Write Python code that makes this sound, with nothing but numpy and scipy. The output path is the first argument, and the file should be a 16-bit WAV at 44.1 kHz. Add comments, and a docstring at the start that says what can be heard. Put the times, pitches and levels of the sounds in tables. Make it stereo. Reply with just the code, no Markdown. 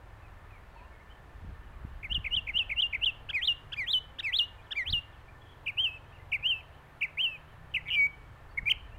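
"""Mockingbird in the open air

A mockingbird a few metres away repeats three phrases, then sings a few whistles once: gliding
near-sines with weak partials, and breath noise. Trees send back a thin echo of decaying noise. Around
it far traffic rumbles as shaped noise, an engine climbs through two gears as a rising tone, other birds
call faintly as curved sines, and low noise and soft knocks are wind on the two microphone ports."""
import sys
import numpy as np
from scipy import signal
from scipy.fft import rfft, irfft
from scipy.io import wavfile
from scipy.ndimage import uniform_filter1d

SR = 44100
rng = np.random.default_rng(int(sys.argv[2]) if len(sys.argv) > 2 else 0)


def linear_from_db(decibels):
    """Turn decibels (scalar or array-like) into linear amplitude factors; 0 gives 1."""
    return 10 ** (np.asarray(decibels, float) / 20)


def wav_out(sig):
    """Save sig, one row per channel (or a flat mono array), as 16-bit PCM at SR to the path in sys.argv[1]."""
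    wavfile.write(sys.argv[1], SR, np.round(np.clip(np.atleast_2d(sig).T, -1, 1) * 32767).astype(np.int16))


N = 396018
T = np.arange(N) / SR

# wind and a slow engine over time: time_s, wind_rumble_db, firing_rate_hz, engine_partial_db
AIR_AND_ENGINE = [(0, -60, 22.5, -58.5), (1.2, -51, 15.1, -59.5), (1.903, -46, 16.9, -56),
                  (4.201, -55, 20.3, -62.5), (6.401, -69.5, 21.7, -57), (7.001, -73.5, 16, -75.5),
                  (7.6, -58.5, 32.6, -58), (8.98, -47, 22.8, -60.5)]
# beak opening, heard as a lift of the weak partials and the breath: time_s, lift_db
BEAK_OPENING = [(3.1, 1), (3.7, 6), (5.7, 3.5), (8.685, 4.5), (8.7, 10)]


def level(x, db):
    """Scale to an rms level."""
    return x * linear_from_db(db) / np.sqrt(np.mean(x ** 2))


def band(x, lo_hz, hi_hz):
    """Band-pass with gentle slopes."""
    return signal.sosfilt(signal.butter(2, [lo_hz, hi_hz], "band", fs=SR, output="sos"), x)


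def walk(rate_hz):
    """Random wander: levels held for one period of the rate and slewed twice; spread somewhat under 1."""
    hold = int(SR / rate_hz)
    steps = np.repeat(rng.standard_normal(N // hold + 1), hold)
    return uniform_filter1d(uniform_filter1d(steps, hold), hold)[:N]


def town():
    """Far traffic and hiss in broad bands that drift a little; alike at both ports only in the bass."""
    # relative noise spectrum: frequency_hz, density_db (per Hz)
    town_spectrum = [(30, -10.5), (110, -10.5), (190, -22.5), (480, -21.5), (965, -18.5), (1700, -23),
                     (3290, -34), (5460, -45.5), (15700, -50.5)]
    hz, db = np.transpose(town_spectrum)
    bins_hz = np.fft.rfftfreq(N, 1 / SR)
    shape = linear_from_db(np.interp(np.log(bins_hz + 1), np.log(hz), db))
    alike = 0.93 / (1 + (bins_hz / 980.0) ** 2)
    mid, side = rfft(rng.standard_normal((2, N))) * shape * np.sqrt([1 + alike, 1 - alike])
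    pair = np.array([mid + side, mid - side])
    octave = np.log2(bins_hz / 150 + 1).astype(int)
    out = 0
    for k in range(octave.max() + 1):
        out = out + irfft(pair * (octave == k), N) * linear_from_db(0.69 * walk(5.6))
    # a narrow wavering band of noise sits in the low treble
    whirr = band(rng.standard_normal((2, N)), 1754, 1804) * linear_from_db(2.4 * walk(11))
    return level(out, -53.5) + level(whirr, -65.0)


def engine():
    """A low tone that rises in each gear and fades at the change, over the low partials of a slow engine."""
    # an engine pulling in one gear: start_s, end_s, start_hz, end_hz, level_db
    gears = [(2.702, 4.253, 128, 150.3, -61.5), (4.788, 8.192, 121.6, 161.2, -60.5)]
    s, _, firing_hz, firing_db = np.transpose(AIR_AND_ENGINE)
    wavering_hz = np.interp(T, s, firing_hz) * (1 + 0.0075 * walk(4.5))
    turn = 2 * np.pi * np.cumsum(wavering_hz) / SR
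    partials = sum(linear_from_db(2 * walk(1.7)) * np.sin(k * turn) for k in range(2, 6))
    out = linear_from_db(np.interp(T, s, firing_db)) * partials
    for start_s, end_s, start_hz, end_hz, db in gears:
        fade = np.clip(np.minimum((T - start_s) * 2, (end_s - T) * 10), 0, 1)
        hz = np.interp(T, [start_s, end_s], [start_hz, end_hz]) * (1 + 0.0042 * walk(6.5))
        out += fade * linear_from_db(db + walk(3.2)) * np.sin(2 * np.pi * np.cumsum(hz) / SR)
    return out


def wind():
    """A fluttering rumble, partly shared by the ports, and buffets: a burst of rumble with a soft knock."""
    # wind buffets, levels before the split between ports:
    # time_s, knock_db, right_share (0-1), burst_db
    buffets = [(1.448, -33.5, 0.25, -41), (1.493, -36, 0, -37.5), (1.851, -28.5, 0.04, -46),
               (2.115, -35, 0.07, -41), (2.181, -30, 0.1, -35), (2.373, -33.5, 0, -43),
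               (2.55, -36.5, 0.02, -42.5), (4.935, -32.5, 0.76, -33.5), (8.632, -37.5, 1, -43.5)]
    s, db = np.transpose(AIR_AND_ENGINE)[:2]
    noise = rng.standard_normal((4, N))
    flutter = linear_from_db(1.8 * np.array([walk(24), walk(23.0)]))
    rumble = level(band(noise[:2] * flutter + noise[2], 21, 72.0), 0)
    eddies = level(band(noise[3] * linear_from_db(4.74 * walk(40)), 27, 86), 0)
    # the left port takes 3 dB more wind than the right
    out = rumble * linear_from_db(np.interp(T, s, db) + np.array([[1.5], [-1.5]]))
    for at, knock_db, right, burst_db in buffets:
        t = T - at
        knock = 1.85 * np.cos(2 * np.pi * 90 * t) / (1 + (t / 0.0017) ** 2)
        burst = eddies * np.exp(-(t / 0.046) ** 2)
        ports = 1.3 * np.array([1 - right, right])
        out += np.outer(ports, linear_from_db(knock_db) * knock + linear_from_db(burst_db) * burst)
    return out


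def add(out, rows, partials_db, flutter_db=0., throb_hz=0.):
    """One note: a gliding near-sine with weak partials, which grow with pitch and drift, each by itself."""
    s, hz, db, *depth = np.transpose(rows)
    at = slice(int((s[0] - .002) * SR), int((s[-1] + .002) * SR))
    t = T[at]
    soft = lambda y: uniform_filter1d(y, size=50, mode="nearest")
    pitch = soft(np.interp(t, s, hz))
    # breath pressure swells in arcs rather than in straight dB lines
    pressure = soft(np.interp(t, s, linear_from_db(db) ** .6, left=0, right=0))
    gain = pressure.clip(0) ** (1 / .6)
    if depth:  # each throb is a short, uneven downward slur
        throb = 2 * np.pi * throb_hz * (t - s[0]) + 1.1 * walk(throb_hz / 2)[at]
        d = np.clip(np.interp(t, s, depth[0]), 0, 1)
        gain = gain * (1 - d * np.cos(throb))
        pitch = pitch * (1 + 0.07 * d * np.sin(throb))
    phase = 2 * np.pi * np.cumsum(pitch) / SR
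    beak_db = np.interp(t, *np.transpose(BEAK_OPENING))
    for k, partial_db in enumerate(partials_db, 1):
        knots = np.linspace(t[0], t[-1], num=8)
        drift = np.interp(t, knots, rng.standard_normal(size=8)).clip(max=.5)
        audible = k * pitch < SR / 2
        if k == 2:  # from here up the partials swell less than the fundamental
            gain = gain ** .6 * linear_from_db(-12)
        lift_db = flutter_db * drift + 6.8 * np.log2(pitch / 2200) + beak_db
        weak = partial_db < -20  # strong partials hold steady
        out[at] += np.sqrt(2) * audible * gain * linear_from_db(partial_db + weak * lift_db) * np.sin(k * phase)


def far_birds():
    """Faint curved whistles, loudest in the middle, peeps and scattered chatter; they shimmer on their long way."""
    # far calls: start_s, length_s, start_hz, middle_hz, end_hz, level_db (mid-note, before shimmer)
    calls = [(0.222, .06, 2650, 2550, 2300, -63), (0.495, .1, 2600, 2350, 2080, -64),
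             (0.702, .135, 4600, 4380, 4330, -81), (0.752, .12, 900, 980, 1060, -59),
             (0.768, .05, 2700, 2540, 2300, -62), (0.92, .045, 2150, 2200, 2050, -63),
             (0.99, .03, 2000, 2100, 2250, -64), (1.096, .035, 2850, 3080, 3150, -65),
             (4.58, .035, 2450, 2450, 2200, -64), (5.125, .055, 3620, 2950, 2620, -64),
             (5.28, .03, 2150, 2420, 2200, -60), (6.125, .06, 2500, 2850, 1900, -62),
             (6.196, .022, 2020, 2060, 2150, -61), (8.49, .055, 4200, 4600, 3900, -76),
             (8.91, .055, 2550, 2750, 2850, -64)]
    # a far run of arched peeps: start_s
    peep_starts = [5.408, 5.453, 5.486, 5.515]
    # pitch range of the chatter: low_hz, high_hz
    chatter_range = (2000, 3200)
    peep_s = .024
    out, place = np.zeros(N), np.linspace(-1, 1, num=9)
    peeps = [(s, peep_s, 2950, 3400, 2950, -63) for s in peep_starts]
    chatter = []
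    for when, a, b in rng.random(size=(70, 3)):
        glide_hz = np.interp([a, a, (a + b) / 2], [0, 1], chatter_range)
        chatter.append((.1 + 8.7 * when, peep_s, *glide_hz, -72))
    for s, length_s, start_hz, mid_hz, end_hz, db in calls + peeps + chatter:
        slope, bow = (end_hz - start_hz) / 2, (start_hz + end_hz) / 2 - mid_hz
        hz = mid_hz + slope * place + bow * place ** 2
        rows = np.transpose([s + (place + 1) / 2 * length_s, hz, db - 6 * place ** 2])
        add(out, rows, [0])
    return out * linear_from_db(4 * walk(150))


def trees(x, db, t60_s):
    """A thin wash off foliage and ground with a few distinct echoes, different at each port, without the top."""
    # single trees and walls that stand out of the echo: delay_s, lift_db
    reflectors = [(0.044, 8), (0.092, 6), (0.275, 24)]
    t = T[:SR]
    lift_db = sum(up_db * np.exp(-((t - s) / 0.0057) ** 2) for s, up_db in reflectors)
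    decay = linear_from_db(lift_db - 60 * t / t60_s)
    echo = rng.standard_normal((2, SR)) * decay * np.clip(t / 0.007, 0, 1)
    echo = band(echo / np.sqrt(np.sum(echo ** 2) / 2), 500, 3700)
    return linear_from_db(db) * signal.fftconvolve(x[None], echo, axes=1)[:, :N]


def sung(gesture, s, lead_s, tail_s, low_hz, high_hz, db, swell_db=0., whip_hz=0.):
    """A gesture stretched to one syllable's time, range and level; a whip bends its end upward."""
    place, share, below_db = np.transpose(gesture)
    at = s + place * np.where(place < 0, lead_s, tail_s)
    hz = low_hz + share * (high_hz - low_hz) + whip_hz * np.abs(place) ** 4.5
    return np.transpose([at, hz, db + below_db + swell_db * (place - .5)])


def fall(s, length_s, top_hz, rest_hz, last_hz, db, fade_db):
    """Pitch relaxes from the top to rest and drifts on; quick attack, accent, even fade, quick release."""
    place = np.linspace(0, 1, num=80)
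    t = place * length_s
    settle = np.exp(-(t / 0.0093) ** 1.275)
    hz = rest_hz + (top_hz - rest_hz) * settle + (last_hz - rest_hz) * place ** 2
    edges = np.exp(-(t / 0.0044) ** 2) + np.exp((t - length_s) / 0.0037)
    accent = np.exp(-((t - 0.023) / 0.019) ** 2)  # swells just as the pitch lands
    return np.transpose([s + t, hz, db + fade_db * place - 26 * edges + 2.5 * accent])


def song():
    """The plain whistled notes as rows of time, pitch and level."""
    # Gestures: place, pitch_share (of the way from low to high), level_db (relative to the syllable).
    # Place -1..0 spans the lead and 0..1 the tail.
    chip, chuck = [(-1, 0.91, -18.5), (-0.44, 0.32, -1.5), (-.25, .02, -7.5), (0.095, 1, -8),
                   (.15, 0.66, -1), (0.41, 0.29, -0.5), (0.98, -0.058, -19.5)], [(-0.95, 1.39, -26.5), (-.62, 0.51, -6.5), (-.33, .2, -0.3),
                                 (-0.088, 1, -3), (0.049, .75, -3.5), (0.28, .45, -1), (.75, 0.009, -11.5),
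                                 (0.92, 0.071, -19.5)]
    rise, climb = [(0, 0.27, -34.5), (.2, 0.031, -15), (.6, .25, -2), (.85, 0.52, 0), (.93, .85, -17.5),
                   (1, 0.39, -27)], [(0, 0.035, -28.5), (.14, 0.28, -10.5), (.27, .6, -5.5), (.42, 0.75, 1),
                                 (.6, .87, -3.5), (.75, .94, 1.5), (.94, 0.94, -12), (1, 0.98, -17)]
    # two-part syllables: turn_s, lead_s, tail_s, low_hz, high_hz, level_db
    chips, chucks = [(2.04, 0.012, 0.034, 2004, 2704, -36.5), (2.26, 0.018, 0.025, 2023, 2800, -30),
                     (2.485, 0.017, 0.031, 2010, 2735, -31.5), (2.71, 0.016, .032, 2020, 2780, -29),
                     (2.945, 0.019, 0.022, 2003, 2720, -27)], [(5.683, 0.025, .029, 2150, 2930, -29),
                                    (6.339, 0.024, .034, 2050, 2830, -25.5),
                                    (7.033, 0.026, .03, 2010, 2842, -26)]
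    # one-part syllables: start_s, length_s, low_hz, high_hz, level_db, swell_db (start to end);
    # climbs add whip_hz, an upward bend at the end
    rises, climbs = [(2.094, 0.041, 2690, 3555, -29, 2), (2.305, 0.055, 2756, 3560, -25, -4),
                     (2.533, 0.052, 2697, 3474, -24.5, -0.5), (2.758, 0.057, 2653, 3616, -23.5, -2.5),
                     (3.01, 0.043, 2564, 3780, -24.5, 2.5)], [(3.407, 0.062, 1943, 3536, -30, -4.5, 992),
                                    (3.857, 0.072, 2015, 3694, -31, 8.5, 772),
                                    (4.317, 0.066, 1784, 3790, -26.5, -3, 908),
                                    (4.851, 0.068, 2063, 3450, -33.5, -5.5, 2040)]
    # after a break the voice drops from the top and settles:
    # start_s, length_s, top_hz, resting_hz, last_hz, level_db, fade_db
    falls = [(2.141, 0.04, 3920, 2873, 2745, -27.5, -7), (2.359, 0.042, 3970, 2836, 2704, -26, -8.5),
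             (2.583, 0.053, 3834, 2775, 2514, -22.5, -16.5), (2.815, 0.064, 3996, 2750, 2870, -23.5, -15),
             (3.054, 0.054, 4030, 2874, 2555, -23.5, -10.5), (3.469, 0.065, 4490, 2846, 2765, -24, -7.5),
             (3.925, 0.068, 4490, 3010, 2983, -25, -5), (4.382, 0.073, 4710, 2760, 2990, -21.5, -17),
             (4.921, 0.078, 4750, 2847, 2754, -28, -5)]
    # notes sung only once: time_s, pitch_hz, level_db
    high_chuck, hold, pip, warble = [(7.739, 3085, -40), (7.745, 2730, -34), (7.749, 2517, -25.5),
                                     (7.757, 3060, -32), (7.769, 2270, -26), (7.776, 2030, -34.5),
                                     (7.795, 1966, -50)], [(7.922, 2300, -50), (7.946, 2510, -31.5),
                                                         (7.956, 2366, -30), (8.008, 2248, -22.3),
                                                         (8.04, 2250, -24), (8.068, 2274, -27.5),
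                                                         (8.074, 2460, -49.5)], [(8.572, 2000, -54),
                                                                       (8.579, 2217, -28.5),
                                                                       (8.587, 2180, -26.5),
                                                                       (8.594, 1780, -45),
                                                                       (8.597, 1830, -43)], [(8.657, 2210, -39.5),
                                                                                    (8.684, 2455, -23.5),
                                                                                    (8.693, 2030, -34.5),
                                                                                    (8.7, 2904, -25),
                                                                                    (8.706, 3282, -29.5),
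                                                                                    (8.718, 2953, -18.5),
                                                                                    (8.724, 2045, -35),
                                                                                    (8.73, 2470, -65)]
    two = [sung(g, *row) for g, rows in [(chip, chips), (chuck, chucks)] for row in rows]
    one = [sung(g, s, 0, *row) for g, rows in [(rise, rises), (climb, climbs)] for s, *row in rows]
    return two + one + [fall(*row) for row in falls] + [high_chuck, hold, pip, warble]


def mockingbird():
    """Whistles, chirps and trills with a slight shimmer of level, and breath rasping through the beak."""
    # gestures: place (0-1), pitch_share (of the way from low to high), level_db (relative)
    slur, chirp = [(0, .3, -19), (.13, 0.95, -11), (.3, 0.93, -1), (.5, 0.49, -1.5), (.85, .06, -6.5),
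                   (1, 0.029, -17)], [(0, 0.04, -25), (.2, 0.52, -6), (.45, 0.8, 0), (.55, 0.98, 4),
                                 (.8, 0.41, -2.5), (1, 0.053, -13)]
    # syllables: start_s, length_s, low_hz, high_hz, level_db, swell_db (start to end)
    slur_rows, chirp_rows = [(3.33, 0.079, 1866, 2550, -27.5, -6.5), (3.763, 0.095, 1860, 2450, -31, -1.5),
                             (4.226, 0.084, 1924, 2690, -29.5, 6), (4.753, 0.087, 1866, 2393, -28.5, -2.5)], [(3.288, 0.027, 1187, 1737, -35, -6),
                                            (3.719, 0.027, 1190, 1740, -37, -1),
                                            (4.185, 0.025, 1253, 1980, -35, 3),
                                            (4.707, 0.028, 1300, 1854, -34, 6)]
    # arched whistles, one list each: time_s, pitch_hz, level_db
    arches = [
        [(5.77, 2360, -49), (5.787, 2875, -27), (5.801, 3106, -25), (5.829, 3225, -34.5), (5.845, 3128, -25),
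         (5.869, 2684, -30), (5.901, 2553, -46), (5.961, 2645, -47), (5.978, 2500, -53)],
        [(6.425, 2520, -50), (6.433, 2380, -40), (6.445, 2740, -34.5), (6.463, 2923, -24), (6.483, 3204, -32.5),
         (6.507, 3086, -25.5), (6.525, 2770, -27.5), (6.549, 2637, -38.5), (6.605, 2610, -53.5),
         (6.612, 2350, -48)],
        [(7.172, 2026, -44), (7.18, 2215, -35), (7.198, 2817, -28.5), (7.214, 3080, -26.5),
         (7.222, 3225, -33.5), (7.246, 3050, -25.5), (7.268, 2715, -29.5), (7.3, 2663, -43),
         (7.356, 2517, -43.5), (7.37, 2305, -53)],
    ]
    # throbbing notes from the other side of the syrinx: time_s, pitch_hz, level_db, throb_depth (0-1)
    trills = [
        [(7.857, 2116, -52, 0.51), (7.878, 2335, -43, 0.85), (7.888, 2250, -37, 0.2), (7.899, 2230, -37, 0.5)],
        [(7.903, 2980, -36, 0.6), (7.908, 2840, -31.5, 0.6), (7.953, 2992, -31, 0.6), (7.964, 2770, -48, 0.2)],
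        [(7.882, 3530, -56, 1), (7.893, 3040, -45, 0.9), (7.899, 2900, -54, 0.4)],
    ]
    # one throb rate for each trill: rate_hz
    throb_rates = [205, 169, 134]
    # partials from the first up: level_db (relative); slurs are reedier, arches nearly pure
    whistle_db, chirp_db = [0.5, -45.5, -48, -48.5, -53.5, -50], [-11, -1.5, -31, -40, -46, -48]
    slur_db, arch_db = [0.5, -33.5, -42, -49.5, -49], [0.5, -50, -51.5, -54.5, -49]
    out = np.zeros(N)
    slurs = [sung(slur, s, 0, *row) for s, *row in slur_rows]
    for notes, partials_db in [(song(), whistle_db), (slurs, slur_db), (arches, arch_db)]:
        for rows in notes:
            add(out, rows, partials_db, flutter_db=5.0)
    other_side = np.zeros(N)
    for rows, throb_hz in zip(trills, throb_rates):
        add(other_side, rows, arch_db, flutter_db=11.0, throb_hz=throb_hz)
    # where both sides sound together they couple into a faint sum tone
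    sum_tone = linear_from_db(-1.5) * band(out * other_side, 4800, 6200)
    out = out + other_side + sum_tone
    for s, *row in chirp_rows:  # loudest on their second partial
        add(out, sung(chirp, s, 0, *row), chirp_db, flutter_db=5.0)
    effort = uniform_filter1d(np.abs(out), size=200).clip(0) ** .7
    breath = band(rng.standard_normal(N), 4400, 19000)
    beak_db = np.interp(T, *np.transpose(BEAK_OPENING))
    rasp = effort * breath * linear_from_db(-53 + 4.0 * walk(40) + beak_db)
    return out * linear_from_db(0.47 * walk(440)) + rasp


def at_ports(bird):
    """The direct voice reaches the left port later; the housing shades the ports and trims the treble lag."""
    # uneven shading by the housing: frequency_hz, left_minus_right_db
    balance = [(1900, 3), (2650, -3.5), (4500, 2.5), (6000, -1.5), (12000, -4)]
    cycles = np.fft.rfftfreq(N)  # per sample
    lag = 1.5 / (1 + (cycles * SR / 8000) ** 2)  # samples, halved at 8 kHz
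    half_db = np.interp(cycles * SR, *np.transpose(balance)) / 2
    left = linear_from_db(half_db) * np.exp(-2j * np.pi * lag * cycles)
    return irfft(rfft(bird) * np.array([left, linear_from_db(-half_db)]), N)


def scene():
    """The singer slightly to the right, with its echo, the far birds, town, engine and wind around it."""
    bird, far = mockingbird(), far_birds()
    distant = far + trees(far, db=-2, t60_s=0.3)
    near = at_ports(bird) + trees(bird, db=-16, t60_s=0.41)
    return near + distant + town() + engine() + wind()


def band_limit(x):
    """A steep low-pass at the top of the band."""
    return signal.sosfilt(signal.butter(12, 15890, fs=SR, output="sos"), x)


def record(dry):
    """A steep low-pass cuts the top of the mix at 15.8 kHz."""
    cut = signal.sosfilt(signal.ellip(8, .2, 70, 15800, fs=SR, output="sos"), dry)
    return band_limit(cut)


dry = scene()
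out = record(dry)
wav_out(out)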